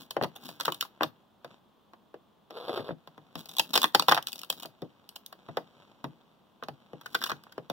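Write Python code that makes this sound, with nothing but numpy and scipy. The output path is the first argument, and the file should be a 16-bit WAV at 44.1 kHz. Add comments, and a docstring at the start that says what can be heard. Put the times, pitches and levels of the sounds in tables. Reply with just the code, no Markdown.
"""A plastic ice cube tray, close to the two microphone ports of a hand-held camera: under strain its ice
cracks loose, each crack a snap amid tiny slips that set filtered, quickly dying noise ringing.
The tray knocks hollowly on a wooden table whose top booms, and loosened cubes clack in their cups.
Random ticks over smooth noise make the crackle of the twists, the drag, the fingers and the hands.
Behind it lie the faint answer of a small, quiet room and a steady hush of coloured noise."""
import sys
import numpy as np
from scipy import signal
from scipy.fft import rfft, irfft, next_fast_len
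from scipy.io import wavfile

SR = 44100
rng = np.random.default_rng(int(sys.argv[2]) if len(sys.argv) > 2 else 0)


def store_pcm(level_fs):
    """Save levels as 16-bit WAV."""
    pcm = np.round(np.clip(level_fs, -1, 1) * 32767).astype(np.int16)
    wavfile.write(sys.argv[1], SR, np.atleast_2d(pcm).T)


N = 340442


def amp(db):
    """Decibels to gain."""
    return 10 ** (np.asarray(db) / 20)


def unit(x):
    """Scales to rms 1."""
    return x / np.sqrt(np.mean(x ** 2) + 1e-20)


def read(points, hz):
    """Reads a table on a logarithmic frequency axis."""
    f, value = np.transpose(points)
    return np.interp(np.log(hz + 1), np.log(f + 1), value)


def add(track, s, sound):
    """Mixes a sound into a two-channel track at time s."""
    part = track[:, max(round(s * SR), 0):][:, :sound.shape[1]]
    part += sound[:, :part.shape[1]]


def shaped(x, response):
    """Filters x by a gain given as a function of frequency."""
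    size = next_fast_len(N + 8192)
    spectrum = rfft(x, size) * response(np.fft.rfftfreq(size, 1 / SR))
    return irfft(spectrum, size)[..., :N]


def coloured(x, colour):
    """Gives x a spectrum, at rms 1."""
    return unit(shaped(x, lambda hz: amp(read(colour, hz))))


def level(curve):
    """A dB curve as a gain on every sample, silent outside its span."""
    s, db = np.transpose(curve)
    return amp(np.interp(np.arange(N) / SR, s, db, left=-200, right=-200))


def swells(strokes, depth_db):
    """Each stroke grows by depth_db to its peak and dies away again."""
    total = 0
    for start, peak, end, db in strokes:
        edge_db = db - depth_db
        total = total + level([(start - .02, -120), (start, edge_db), (peak, db),
                               (end, edge_db), (end + .02, -120)])
    return total


def lift(hz, width, db):
    """A filter section that raises one resonance, or dips where db is negative."""
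    damp, turn = np.pi * width / SR, -2 * np.cos(2 * np.pi * hz / SR)
    return np.array([[1 + damp * amp(db), turn, 1 - damp * amp(db), 1 + damp, turn, 1 - damp]]) / (1 + damp)


def spot(hz, width_hz=260, ring_db=8):
    """Every spot has its own ring, and two bright overtones that fall by chance."""
    overtones = [lift(f, 220, 7) for f in rng.uniform([2900, 3500], [3800, 6200])]
    return np.vstack([lift(hz, width_hz, ring_db)] + overtones)


# spectrum of the hush of the house: (frequency [Hz], density [dB per Hz, relative])
HUSH_COLOUR = [(25, -29.5), (105, -13.5), (170, -9.5), (206, -3.5), (245, -8.5), (450, -14.5), (1050, -14),
               (1550, -25.5), (2200, -33), (3400, -23), (4500, -35), (9000, -45), (16000, -38)]


def hush(level_db=-64.7, apart=0.93):
    """Quiet hush of the house: steady noise, partly shared by the ports and partly different."""
    shared = rng.standard_normal(N)
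    return amp(level_db) * coloured(shared + apart * rng.standard_normal((2, N)), HUSH_COLOUR)


# the small room: (frequency [Hz], decay t60 [s], level [dB])
ROOM = [(100, 0.24, -8.5), (300, 0.14, -15), (1000, 0.42, -21.5), (3500, 0.24, -17.5), (7900, 0.16, -11.5),
        (14800, .26, -10.5)]


def room(x, dense_s=.05, late_db=-8):
    """Dense echoes that drop quickly after about 50 ms to a weaker tail, different at each port."""
    hz, t, echoes = signal.stft(rng.standard_normal((2, SR // 2)), SR, nperseg=256)
    table = np.array(ROOM)
    t60 = read(table[:, :2], hz)[:, None]
    db = read(table[:, ::2], hz)[:, None]
    echoes *= amp(db - 60 * t / t60)
    echoes *= np.sqrt(2 * np.log(1000) / (t60 * SR))  # equal energy whatever the decay
    echoes *= np.clip(t / 0.0025, 0, 1)  # nothing in the frame at time zero
    echoes *= amp(late_db * np.clip((t - dense_s) / .03, 0, 1))
    return signal.fftconvolve(x, signal.istft(echoes, SR, nperseg=256)[1], axes=1)[:, :N]


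# the two microphone ports: (frequency [Hz], phase by which left leads [radians])
PORT_PHASE = [(100, -.7), (600, -.4), (1550, .2), (1850, 3), (2200, 3), (4350, -3.1), (4800, -3.5),
              (5400, -6.1), (6100, -6.9), (6500, -9.5), (8800, -16), (10400, -13.4), (15400, 0)]


def ports(x):
    """Sound bends round the camera and reaches its two ports at different phases."""
    halves = np.array([[.5j], [-.5j]])
    return shaped(x, lambda hz: np.exp(halves * np.interp(hz, *np.transpose(PORT_PHASE))))


# the two microphone ports: (frequency [Hz], left minus right [dB])
PORT_BALANCE = [(120, 5.5), (300, 3), (700, 1.5), (1700, -0.5), (2600, 1.5), (3900, -2.5), (6500, 2),
                (9500, 9), (12000, 11), (15500, 5)]


def balance(hz):
    """Gains of the two ports, at constant total power."""
    gains = amp(np.array([[.5], [-.5]]) * read(PORT_BALANCE, hz))
    return gains / np.sqrt(np.mean(gains ** 2, axis=0))


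def friction(colour, slips_per_s, spread_db, smooth, count=4):
    """Stick and slip: random ticks of uneven size at several ringing spots, over a smooth hiss."""
    sizes = amp(spread_db * np.minimum(rng.exponential(size=N), 3)) * rng.choice([-1, 1], N)
    ticks = sizes * (rng.random(N) < slips_per_s / SR)
    where = rng.integers(count, size=N)
    rung = 0
    for k in range(count):
        rung = rung + signal.sosfilt(spot(rng.uniform(500, 1500)), ticks * (where == k) + 1e-18)
    return coloured(unit(rung) + smooth * rng.standard_normal(N), colour)


# spectrum of the rubbing hands: (frequency [Hz], density [dB per Hz, relative])
RUB_COLOUR = [(59, -37), (100, -12.5), (135, -2.5), (691, -12), (930, -10), (2080, -18.5), (3320, -16.5),
              (16000, -52)]
# soft rubs of the hands: (start [s], peak [s], end [s], level before the trim [dB])
RUBS = [(-.3, .5, 1.25, -57), (1.42, 1.53, 1.59, -55), (2.8, 3.5, 7.6, -60.5), (5.38, 5.52, 5.68, -58.5),
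        (5.6, 5.75, 6.35, -62.5), (6.6, 7.3, 8, -59)]


def hand_rubs(trim_db=-1):
    """Soft rubs of the hands: sparse slips under as much smooth hiss."""
    rub = friction(RUB_COLOUR, slips_per_s=140, spread_db=3.5, smooth=1.0)
    return amp(trim_db) * rub * swells(RUBS, depth_db=16.5)


# spectrum of plastic on wood: (frequency [Hz], density [dB per Hz, relative])
DRAG_COLOUR = [(55, -60), (100, -21), (300, -13.5), (420, 0.5), (600, -5.5), (1300, -19), (2220, -26),
               (3600, -18.5), (4400, -20.5), (5800, -40), (7500, -45.5), (13200, -36), (16000, -45)]
# the tray dragging over the table: (time [s], level before the trim [dB])
DRAG = [(2.5, -55), (2.55, -47.5), (2.575, -37), (2.63, -42.5), (2.7, -35), (2.785, -34), (2.83, -46.5),
        (2.89, -41), (2.94, -61)]


def tray_drag(trim_db=-2):
    """The tray drags over the wood in dense slips."""
    drag = friction(DRAG_COLOUR, slips_per_s=650, spread_db=4, smooth=.25)
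    return amp(trim_db) * drag * level(DRAG)


# spectrum of the rubbed or strained plastic: (frequency [Hz], density [dB per Hz, relative])
PLASTIC_COLOUR = [(88, -31), (150, -2.5), (270, 0.5), (504, -15), (1420, -18), (2180, -22), (3100, -14.5),
                  (4000, -11.5), (4410, -15.5), (5250, -16.5), (8400, -25.5), (15100, -17), (16000, -21.5)]
# strokes along the frosty plastic: (start [s], peak [s], end [s], level [dB])
# two rows end before they start; their points are interpolated unsorted
SLIDES = [(-.02, .012, 0.07, -43.5), (.4, .46, .6, -45), (.6, .66, 0.49, -44), (3.36, 3.4, 3.44, -44),
          (7.1, 7.14, 7.2, -50.5), (7.19, 7.28, 7.06, -33)]


def finger_slides():
    """Fingers slide along the frosty plastic in very dense, uneven slips."""
    slide = friction(PLASTIC_COLOUR, slips_per_s=900, spread_db=5.5, smooth=.25)
    return slide * swells(SLIDES, depth_db=20)


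# each twist strains the tray and lets go: (start [s], peak [s], end [s], level before the trim [dB])
TWISTS = [(0.596, 0.663, 0.81, -42.5), (3.327, 3.55, 3.58, -51.5), (3.626, 3.752, 3.94, -39.5),
          (3.914, 4.142, 4.15, -48.5), (4.223, 4.355, 4.5, -54), (4.489, 4.625, 4.69, -46),
          (7.03, 7.236, 7.39, -46.5)]


def strain_crackle(trim_db=-1):
    """Fine crackle of the strained tray: sparse slips that swell with each twist."""
    strain = friction(PLASTIC_COLOUR, slips_per_s=140, spread_db=1.5, smooth=.15)
    return amp(trim_db) * strain * swells(TWISTS, depth_db=23.5)


# resonances of tray and table, and dips in the sound as picked up:
# (frequency [Hz], width [Hz], lift [dB])
MODES_AND_DIPS = [(143.2, 35, 11.5), (314.9, 34, 5.5), (490, 43, 2), (1120, 280, 3), (2216, 490, -13),
                  (3670, 320, 1), (5720, 1400, 5), (8130, 7100, -6.5)]


def tray_filter(low_hz, high_hz):
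    """One register of the tray, with the resonances and dips in and next to it."""
    band = signal.butter(2, [low_hz, min(high_hz, .45 * SR)], "band", fs=SR, output="sos")
    skirt_hz = [.6 * low_hz, min(1.15 * high_hz, .47 * SR)]
    skirt = signal.butter(2, skirt_hz, "band", fs=SR, output="sos")
    modes = [lift(*mode) for mode in MODES_AND_DIPS if low_hz / 2 < mode[0] < high_hz * 2]
    return np.vstack([band, skirt] + modes)


# registers of the tray, thump to fizz: (low edge [Hz], high edge [Hz], ring t60 [s],
# ring against the first pulse, before ring_db [dB], span of the blow [s],
# ring that differs between the ports [ratio to the shared noise])
REGISTERS = [(120, 343, 0.19, -1, .035, 0.89), (270.6, 794, 0.09, 2.5, 0.028, 0.12),
             (720, 2345, 0.054, -0.5, 0.0095, 3.6), (2220, 4590, 0.039, 0, 0.036, 0.68),
             (6700, 18000, 0.012, 3, .012, 5.3)]


def strike(force, levels_db, ring_hz, filters, lead_s, ring_db):
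    """A force sets each register going: a first pulse, then a dense, quickly dying ring from all over the tray."""
    t = np.arange(SR // 8) / SR
    out, own = np.zeros((2, len(t))), spot(ring_hz)
    for (_, _, t60, share_db, span, apart), sos, db in zip(REGISTERS, filters, levels_db):
        ring = rng.standard_normal(len(t)) + apart * rng.standard_normal((2, len(t)))
        ring *= amp(-60 * t / t60)
        ring *= amp(share_db + ring_db) / np.linalg.norm(ring[0])
        ring[:, 0] += 1  # the first pulse
        driven = signal.fftconvolve(force[None], ring, axes=1)[:, :len(t)]
        wave = signal.sosfilt(np.vstack([sos, own]), driven + 1e-18)
        # a level is the energy of the blow, spread over a hundredth of a second
        blow = np.linalg.norm(wave[:, :int((lead_s + span) * SR)])
        out += amp(db) * wave * np.sqrt(2 * SR / 100) / blow
    return out


def blow_force(lead, lead_in_db=-27, lead_in_s=0.0039):
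    """The force of a blow: a few milliseconds of faint noise lead in to the full pulse."""
    force = rng.standard_normal(lead + 1) * np.exp(np.arange(-lead, 1) / (lead_in_s * SR))
    force *= amp(lead_in_db) / np.linalg.norm(force)
    force[lead] = 1
    return force


def boom(db, mode_hz=143.8, t60=.11, rise_s=0.01, boom_db=6, waver=0.034):
    """The lowest mode of the table top builds up over a cycle or two and dies away."""
    t = np.arange(SR // 4) / SR
    hz = mode_hz * (1 + waver * rng.uniform(-1.1, 1))
    wave = np.sin(2 * np.pi * hz * t) * (1 - np.exp(-t / rise_s))
    return np.ones((2, 1)) * wave * amp(db + boom_db - 60 * t / t60)


# the tray knocks on the table: (time [s], strength [dB], weight of the thump [dB],
# hardness of the contact [dB], ring of the struck spot [Hz])
KNOCKS = [(.167, -23, -13.5, -23.5, 596), (0.2127, -26.5, -3, -30, 720), (0.2255, -27, -33, -12.5, 396),
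          (.236, -27.5, -3, -7, 640), (.243, -30, -9, -9.5, 1000), (0.6806, -22.5, -15.5, -17.5, 1130),
          (1.0093, -22.5, -23, -29, 1040), (1.0219, -26, -13, -20, 730), (1.033, -25, -10, -2.5, 1100),
          (1.4462, -39.5, -7, -10, 760), (1.9347, -49.5, -21, -13, 1040), (2.142, -40.5, -13, -23.5, 476),
          (2.507, -42.5, -11, -9.5, 640), (2.694, -30.5, -28, -29, 497), (2.7769, -32.5, -24, -20.5, 517),
          (2.7943, -34, -2, -28, 510), (2.89, -32.5, -5.5, -36, 504), (2.907, -35.5, 0.5, -43, 601),
          (3.0746, -46, -7.5, -7.5, 1050), (3.1789, -47, -3, -13, 1000), (3.3551, -38.5, 2, -2.5, 865),
          (4.651, -40.5, -2, -26, 657), (4.8202, -34.5, -0.5, -15, 315.4), (5.487, -38.5, -0.5, -20, 700),
          (5.5713, -25, -13, -13, 720), (6.0425, -32, 2.5, -12.5, 950), (6.626, -36, -21, -34.5, 1170),
          (6.6367, -42, -8, -3.5, 1254), (6.6852, -34.5, -3.5, -10.5, 800), (6.933, -39, -2, -23.5, 409),
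          (7.3172, -30, -7.5, -7.5, 1460), (7.4674, -51.5, -18, -19, 1210), (7.5801, -31.5, -6, -21.5, 500),
          (7.6997, -29.5, -3, -7.5, 600)]


def knocks(filters, even_hz=950, hollow_db_per_octave=-10, fizz_db=-10):
    """Blunt blows of the tray on the table: the lower a spot rings, the hollower it sounds."""
    out, lead = np.zeros((2, N)), SR // 100
    for s, db, weight_db, hard_db, hz in KNOCKS:
        hollow_db = hollow_db_per_octave * np.log2(hz / even_hz)
        # hollow and body registers share the strength of the blow
        body_db = db - 10 * np.log10(1 + amp(hollow_db) ** 2)
        levels_db = [db + weight_db, body_db + hollow_db, body_db, db + hard_db, db + hard_db + fizz_db]
        blow = strike(blow_force(lead), levels_db, hz, filters, lead / SR, ring_db=-1)
        add(out, s - lead / SR, blow)
        add(out, s, boom(db + weight_db))
    return out


# loosened cubes clack back into their cups: (time [s], strength [dB], ring of the cup [Hz])
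CLACKS = [(4.088, -20, 792), (4.123, -15.5, 899), (4.1672, -30.5, 810), (4.1762, -24, 827),
          (4.182, -31, 840.5)]
# what a cube puts into each register, thump to fizz: (level against its strength [dB])
CLACK_DB = [-21, -14, 0.5, -10, -23]


def clacks(filters, ring_db=-1):
    """A cube drops back and rings its cup."""
    out = np.zeros((2, N))
    for s, db, hz in CLACKS:
        add(out, s, strike(np.ones(1), db + np.array(CLACK_DB), hz, filters, 0, ring_db))
    return out


def cup_filters(filters, hz, lowest=0.68):
    """The middle register of a cracking cup holds little below the cup's own ring."""
    cut = signal.butter(3, min(lowest, 1) * hz, "high", fs=SR, output="sos")
    return filters[:2] + [np.vstack([filters[2], cut])] + filters[3:]


def crack_levels(db, bright_db, hz, hollow_db=-8, hollow_db_per_octave=-9, thump_db=-11,
                 fizz_db=-13, fizz_growth=.82, fizz_per_bright=0.25):
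    """Levels of the registers: a low-ringing cup moves more of the tray; small, bright cracks hold more fizz."""
    body_db = db - bright_db
    low_db = body_db + hollow_db + hollow_db_per_octave * np.log2(hz / 900)
    top_db = fizz_db + fizz_growth * db + fizz_per_bright * bright_db
    return [low_db + thump_db, low_db, body_db, db, top_db]


def small_cracks(above_db=-1, spread_db=3, bright_db=9, scatter_s=.0012, count=3):
    """Every twist sets off a few faint cracks, most likely near its peak."""
    faint = []
    for start, peak, end, db in TWISTS:
        for _ in range(count):
            s = rng.triangular(*sorted([start, peak, end]))
            strength_db = db + above_db + spread_db * rng.uniform(-1, 1)
            faint.append((s, strength_db, bright_db, scatter_s, rng.uniform(620, 1300)))
    return faint


# the ice cracks loose: (time [s], strength before the trim [dB], brightness [dB],
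# scatter of the slips, before a spread of 1.4 [s], ring of the cup [Hz])
CRACKS = [(.109, -37, 8, .0011, 890), (.3623, -45.5, 4.5, .0034, 720), (.4897, -46, -0.5, 0.0019, 656),
          (.6011, -37.5, -1, 0.0016, 1270), (.6094, -32.5, 3, .001, 1240), (.6342, -50, 5, .0015, 810),
          (.6518, -35.5, 5, 0.00071, 1390), (.6557, -29.5, 5, 0.0013, 1410),
          (.7223, -33.5, 4.5, 0.00077, 1030), (.8103, -27.5, 17.5, 0.00092, 1430),
          (.8259, -35.5, -1.5, 0.0014, 1370), (.8514, -54.5, -7.5, .002, 940),
          (3.4925, -44.5, 11, .0017, 820), (3.5684, -37.5, 9, .0011, 1020),
          (3.5851, -27, 13.5, 0.0016, 849), (3.5962, -19, 8, .0015, 855), (3.7403, -24, 8.5, 0.0033, 934),
          (3.7558, -22, 6, 0.0011, 720), (3.7603, -21.5, 6.5, 0.0018, 728),
          (3.7769, -21.5, 4.5, 0.0013, 870), (3.8178, -29, 7.5, .001, 1077),
          (3.8311, -24.5, 5.5, 0.0011, 1132), (3.8421, -20, -1, 0.00064, 1155),
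          (3.9486, -19, -0.5, 0.00081, 826), (3.9523, -22.5, 2.5, 0.00096, 840),
          (3.9968, -22, 3, 0.00073, 1010), (4.0233, -34, 2.5, 0.00098, 711),
          (4.0845, -21.5, -1.5, 0.00062, 885.5), (4.0941, -22, 8.5, 0.0012, 816),
          (4.1141, -27, -4, 0.0018, 897), (4.1205, -25.5, -3, 0.00065, 898),
          (4.1467, -27.5, 5, 0.0033, 720), (4.2266, -44.5, 15.5, 0.00078, 610),
          (4.2711, -32.5, 13.5, 0.0005, 1355), (4.2851, -40.5, 10.5, 0.0027, 760),
          (4.3203, -46, 20, 0.00036, 930), (4.3303, -39, 25, 0.00051, 760), (4.3581, -46, 12, 0.0011, 710),
          (4.3922, -45, 24, 0.0015, 900), (4.4163, -47, 15, 0.00034, 740),
          (4.4344, -41.5, 3.5, 0.00098, 1230), (4.5017, -25.5, 12.5, .0007, 676),
          (4.5268, -42, 5, .0018, 850), (4.6324, -41, 5.5, .0015, 770), (5.0914, -48.5, 14.5, 0.00057, 780),
          (5.1613, -42, 10, 0.0015, 712), (5.2629, -47, 30, 0.00038, 810), (5.3275, -50.5, -4, .001, 833),
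          (7.0132, -53, -2, .001, 1190), (7.0607, -43.5, -5.5, 0.0019, 1570),
          (7.1501, -25.5, -2.5, .0022, 1440), (7.2168, -42.5, -7, 0.00078, 1570),
          (7.2253, -38, 0, 0.0012, 1350), (7.2396, -28, 5.5, .0014, 1430), (7.2642, -38, -1.5, .0019, 1410),
          (7.2971, -35.5, -5, .0038, 1200), (7.4376, -57.5, 0.5, 0.00092, 1330),
          (7.5241, -54.5, -1, 0.0011, 1560)]


def cracks(filters, trim_db=0.19, before=0.51, slips=24):
    """One main snap amid a cluster of smaller slips, as a crack runs along the wall of a cup."""
    out, lead = np.zeros((2, N)), SR // 100
    for s, db, bright_db, scatter, hz in list(CRACKS) + small_cracks():
        force = np.zeros(2 * lead)
        delay = rng.laplace(size=slips) * 1.4 * scatter
        delay = np.maximum(delay, before * delay)  # slips ahead of the snap crowd closer to it
        at = np.clip(lead + SR * delay, 0, 2 * lead - 1).astype(int)
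        force[at] = rng.standard_normal(size=slips) * np.sqrt(scatter / .045)
        force[lead] = 0  # leaves room for the main snap
        force[:lead + 1] += blow_force(lead, lead_in_db=-20, lead_in_s=0.0027)
        levels_db = crack_levels(db, bright_db, hz)
        snap = strike(force, levels_db, hz, cup_filters(filters, hz), lead / SR, ring_db=-4)
        add(out, s - lead / SR, snap)
    return amp(trim_db) * out


def scene():
    """The tray close to the ports, the room's faint answer, and the hush of the house."""
    filters = [tray_filter(low, high) for low, high, *_ in REGISTERS]
    handling = hand_rubs() + tray_drag() + finger_slides() + strain_crackle()
    tray = handling + knocks(filters) + clacks(filters) + cracks(filters)
    return shaped(ports(tray) + room(tray), balance) + hush()


def record(dry, edge_hz=15900):
    """Full-scale limit, then the band limit."""
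    low_pass = signal.firwin(255, edge_hz, window=("kaiser", 8), fs=SR)
    return signal.oaconvolve(np.clip(dry, -1, 1), low_pass[None], "same", axes=1)


dry = scene()
out = record(dry)
store_pcm(out)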